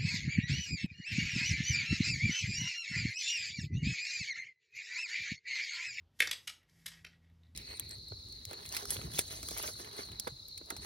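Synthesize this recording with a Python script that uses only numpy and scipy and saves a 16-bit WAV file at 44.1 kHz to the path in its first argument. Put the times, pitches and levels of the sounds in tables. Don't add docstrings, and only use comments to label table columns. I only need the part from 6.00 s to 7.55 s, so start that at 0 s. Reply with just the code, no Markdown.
import sys
import numpy as np
from scipy import signal
from scipy.fft import rfft, irfft
from scipy.io import wavfile
from scipy.ndimage import uniform_filter1d

SR = 44100
rng = np.random.default_rng(int(sys.argv[2]) if len(sys.argv) > 2 else 0)


def master(y):
    cut = np.clip(np.atleast_2d(y).T, -1, 1)
    pcm = np.round(cut * 32767)
    wavfile.write(sys.argv[1], SR, pcm.astype(np.int16))


N = 68355


def amp(db):
    return 10 ** (np.asarray(db, float) / 20)


def evened(x):
    return x / np.sqrt(np.mean(x ** 2) + 1e-20)


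def read(points, hz):
    point_hz, value = np.transpose(points)
    return np.interp(np.log(hz + 1), np.log(point_hz + 1), value)


def curve(table, column=1):
    return np.interp(np.arange(N) / SR, [row[0] for row in table], [row[column] for row in table])


def coloured(x, points):
    gain = amp(read(points, np.fft.rfftfreq(x.shape[-1], 1 / SR)))
    return irfft(rfft(x) * gain, x.shape[-1])


# start_s, pitch (factor on the body modes), wall_db (send to the
# room against the direct sound), level_db (before colour), rise_s, rattle_t60_s,
# blow_db (against four times the ticks' RMS), then eight colour_db, one per band of BAND_HZ
SNAPS = [(.190, 1.02, 2, -34.5, 0.024, 0.011, 4, -29.5, -23, -8.5, -11, -7, -7.5, -11, -12),
         (.2030, 0.97, -1, -17.5, 0.00092, .016, 3.5, -17.5, -18.5, 4.5, 3, 1, -0.5, -5, -5.5),
         (0.2718, 0.95, -7, -30.5, 0.0025, 0.02, 0.5, -16.5, -8, -0.5, -18, 4.5, 3, -9.5, -12),
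         (0.3114, 1.034, -3, -34, .0015, 0.023, 0, -18, -5.5, 4.5, 9, 8, 8.5, 7.5, 3),
         (.4722, 1.06, -2.5, -42, .007, 0.035, -8, -22.5, -7, 4, 7.5, 2, 7.5, 4.5, 0.5),
         (.859, 1.043, -3.5, -38.5, .006, 0.025, -14, -17, -11, 1.5, -0.5, 1.5, 3, 3, 1.5),
         (1.045, 1.2, -3, -53.5, 0.0047, 0.014, 9, -8.5, -3, 17, 8, 5, 5, -4.5, -2.5),
         (.629, 0.89, -6, -73, .002, 0.034, -1.5, -25, -30, 10.5, -2.5, -7.5, 2, -12, 3),
         (.695, 1.01, -6, -71, 0.001, 0.026, -13, -29.5, -15, 4, -8, 8, 11.5, -5, 4.5),
         (0.917, 0.99, 1.5, -61.5, 0.00072, 0.045, 3, -11, -1, 9.5, 8, 5, 13, 6, -13),
         (0.984, 1.3, -2, -76, .001, .02, -10, -22, -31, -12, -9, -6, -23, -5, -9),
         (1.124, 0.95, -3, -66, 0.0012, 0.02, 6, -25, -14, -1, -13.5, -13, -20.5, -19, -18),
         (1.298, 1.02, -4.5, -78, .001, .02, 4, -20, -21, 15, -3, 9, -11, -9, 2),
         (1.433, 1.12, -3.5, -67, 0.00083, 0.019, 0.5, -16, -24, -0.5, -6, 9.5, -3.5, -13.5, -8),
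         (1.467, 1.22, -8, -78, 0.0008, 0.012, 5, -25, -38, 13, -3, 19, -8, -12, -14)]
TICKS_PER_S, TICK_SPREAD_DB = 11000, 4.5
SAME_WAY = .7
SLIDE_DB = -9.5
PRE_ROLL = 64


def snaps():
    out = np.zeros((2, N))
    t = np.arange(3072) / SR
    for start_s, pitch, wall_db, level_db, rise_s, t60_s, blow_db, *colour_db in SNAPS:
        chance, size, way = rng.random((3, len(t)))
        hits = chance < TICKS_PER_S / SR
        sizes = amp(-TICK_SPREAD_DB * np.log(size + .03))
        ticks = evened(hits * sizes * np.sign(SAME_WAY - way))
        ticks[round(rise_s * SR)] = 4 * amp(blow_db)

        slide_db = SLIDE_DB * np.maximum(1 - t / rise_s, 0)
        rattle_db = -60 * np.maximum(t - rise_s, 0) / t60_s
        shape = amp(level_db + slide_db + rattle_db)
        ring = body(colour_db, pitch)
        sound = signal.fftconvolve(shape * ticks, ring)
        sound *= np.linalg.norm(shape) * np.linalg.norm(ring) / np.linalg.norm(sound)

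        part = out[:, round(start_s * SR) - PRE_ROLL:][:, :len(sound)]
        part += amp([[0], [wall_db]]) * sound[:part.shape[1]]
    return out


# freq_hz, level_db (relative), t60_s
BODY = [(330, -7.5, 0.026), (520, -10.5, 0.026), (864, -19, 0.0027), (1065, -25, 0.0027),
        (1710, -0.5, 0.0074), (1932, 0, 0.011), (2310, 0.5, 0.0056), (2607, -4, 0.011), (3300, -1, .007),
        (3703, -5.5, 0.016), (4644, -3.5, 0.0054), (4700, -6.5, 0.013), (6385, -6, 0.0071),
        (6940, -3, 0.0023), (11000, -14.5, 0.003), (10650, -20, 0.0089)]
BAND_HZ = [400, 1000, 1900, 2900, 3900, 5500, 8000, 11500]
CRACK_DB = -0.5
THUMP_FLOOR_DB = -29.5


def body(colour_db, pitch):
    t = np.arange(2048) / SR
    ring = np.zeros(len(t))
    for k, (freq_hz, level_db, t60_s) in enumerate(BODY):
        fade = amp(level_db - 60 * t / t60_s)
        ring += (-1) ** k * fade * np.sin(2 * np.pi * pitch * freq_hz * t)
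    crack = amp(CRACK_DB) * (t == 0)
    strike = ring / np.linalg.norm(ring) + crack
    colour = [(80, colour_db[0] + THUMP_FLOOR_DB)] + list(zip(BAND_HZ, colour_db))
    return coloured(np.roll(strike, PRE_ROLL), colour)


# time_s, rub_db, treble_hiss_db
RUB_AND_TREBLE = [(0, -78.5, -100), (.05, -114.5, -140), (.17, -85, -77.5), (.3, -80, -105),
                  (.44, -94, -72), (.58, -81, -93), (.66, -87, -106), (.69, -83.5, -82), (.8, -75.5, -76.5),
                  (.85, -79.5, -79), (.98, -68, -75.5), (1.04, -89.5, -85.5), (1.13, -72.5, -88.5),
                  (1.2, -121, -100), (1.225, -80, -90), (1.285, -89, -99.5), (1.34, -92.5, -94),
                  (1.38, -96.5, -96.5), (1.43, -83.5, -93), (1.49, -88.5, -94.5), (1.52, -97, -101)]
# colour_db, one per band of BAND_HZ
RUB_COLOUR = [-32, -22, 1.5, -7.5, -5.5, -10, -19, -30]


def rub():
    swell = evened(uniform_filter1d(rng.standard_normal(N), 300))
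    grains = rng.standard_normal(N) * amp(3.5 * swell)
    rubbed = evened(signal.fftconvolve(grains, body(RUB_COLOUR, 0.99))[:N])
    return amp(curve(RUB_AND_TREBLE)) * rubbed


# freq_hz, gain_db (relative)
TREBLE_HISS = [(3000, -27), (5000, 2.5), (8000, -1.5), (13000, -2.5)]


def treble_hiss():
    noise = evened(coloured(rng.standard_normal(N), TREBLE_HISS))
    return amp(curve(RUB_AND_TREBLE, column=2)) * noise


# delay_s, level_db (before colour)
ECHOES = [(.0042, -9), (0.016, -12), (.0156, -22.5), (.0171, -15.5), (.0198, -8), (.0211, -18),
          (.0228, -16), (.030, -20.5)]
# freq_hz, t60_s (at the starting rate, before the bend hastens it)
TAIL = [(400, 0.52), (900, .4), (1500, .33), (3000, .3), (6000, 0.27), (12000, .3)]
# freq_hz, gain_db
ECHO_COLOUR = [(300, -1.5), (900, 6.5), (2000, -0.5), (5000, 5), (8000, 0.5), (12000, -2)]
TAIL_START_S, TAIL_DB = .01, -6
TAIL_BEND = 0.83


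def room(x):
    taps = np.zeros(SR // 2)
    at = np.arange(0, len(taps) - 20, 20)
    taps[at + rng.integers(0, 20, len(at))] = rng.choice([-1., 1.], len(at))

    hz, t, bands = signal.stft(taps, SR, nperseg=256)
    age = t / read(TAIL, hz)[:, None]
    fade = amp(-60 * (age + TAIL_BEND * age ** 3))
    tail = signal.istft(bands * fade, SR, nperseg=256)[1][:len(taps)]

    tail *= amp(TAIL_DB) / np.linalg.norm(tail)
    response = np.r_[np.zeros(round(TAIL_START_S * SR)), tail]
    for delay_s, level_db in ECHOES:
        response[round(delay_s * SR)] += amp(level_db)
    return coloured(signal.fftconvolve(x, response)[:N], ECHO_COLOUR)


# time_s, pitch_hz (first tone), first_tone_db, second_tone_db (RMS)
HUM = [(0.0, 87.6, -87, -73.5), (0.024, 84, -61.5, -82.5), (0.12, 86, -86, -113),
       (0.272, 83.05, -66.5, -70.5), (0.422, 83.05, -86, -93), (0.504, 84.64, -74.5, -75.5),
       (0.564, 85.5, -79.5, -97), (0.638, 85.4, -86.5, -88), (0.716, 85.45, -76, -75),
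       (0.82, 81.72, -84, -69), (0.876, 83, -72, -67.5), (0.992, 82.7, -77.5, -69), (1.018, 83.4, -63, -71),
       (1.036, 83.45, -73.5, -71), (1.38, 82.73, -65, -73.5), (1.55, 81, -62, -77)]


def hum():
    turns = np.cumsum(curve(HUM)) / SR
    tones = np.zeros(N)
    for k in (1, 2):
        level = np.sqrt(2) * amp(curve(HUM, column=k + 1))
        tones += level * np.sin(2 * np.pi * (k * turns + rng.random()))
    return tones


# time_s, level_db
RUMBLE = [(0.0, -77), (0.164, -73.5), (0.24, -68.5), (0.534, -80), (0.738, -74), (0.918, -72.5),
          (1.26, -72.5), (1.466, -69.5), (1.55, -64.5)]
# freq_hz, gain_db (relative)
RUMBLE_SHAPE = [(25, -27.5), (38, -12.5), (52, 5.5), (65, -7), (100, 1), (130, -1.5), (200, -10), (270, -9),
                (310, -24.5), (600, -45)]


def rumble():
    return amp(curve(RUMBLE)) * evened(coloured(rng.standard_normal(N), RUMBLE_SHAPE))


# (per Hz, relative)
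HISS = [(180, -36), (300, -2.5), (507, -9), (1550, -15.5), (1960, -23), (3020, -15.5), (5190, -22.5),
        (9970, -39.5), (13500, -28.5)]
HISS_DB = -82


def hiss():
    return amp(HISS_DB) * evened(coloured(rng.standard_normal(N), [(100, -30.5)] + HISS))


# freq_hz, side_db (against mid)
WIDTH = [(3000, -74), (4500, -31.5), (8000, -22), (12000, -15)]


def widened(mid):
    smear = rng.standard_normal(400) * amp(-12 * np.arange(400) / 400)
    smeared = signal.fftconvolve(mid, smear / np.linalg.norm(smear))[100:N + 100]
    side = coloured(smeared, WIDTH)
    return np.array([mid + side, mid - side])


def scene():
    near, walls = snaps() + rub() + treble_hiss()
    return widened(near + room(walls) + hum() + rumble() + hiss())


# freq_hz, gain_db
MIC = [(8400, 0.5), (9200, -5), (9900, 0.5)]
EDGE_HZ = 13300


def record(dry):
    low_pass = signal.firwin(255, EDGE_HZ, window=("kaiser", 9), fs=SR)
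    return signal.oaconvolve(coloured(dry, MIC), low_pass[None], "same")


dry = scene()
out = record(dry)
master(out)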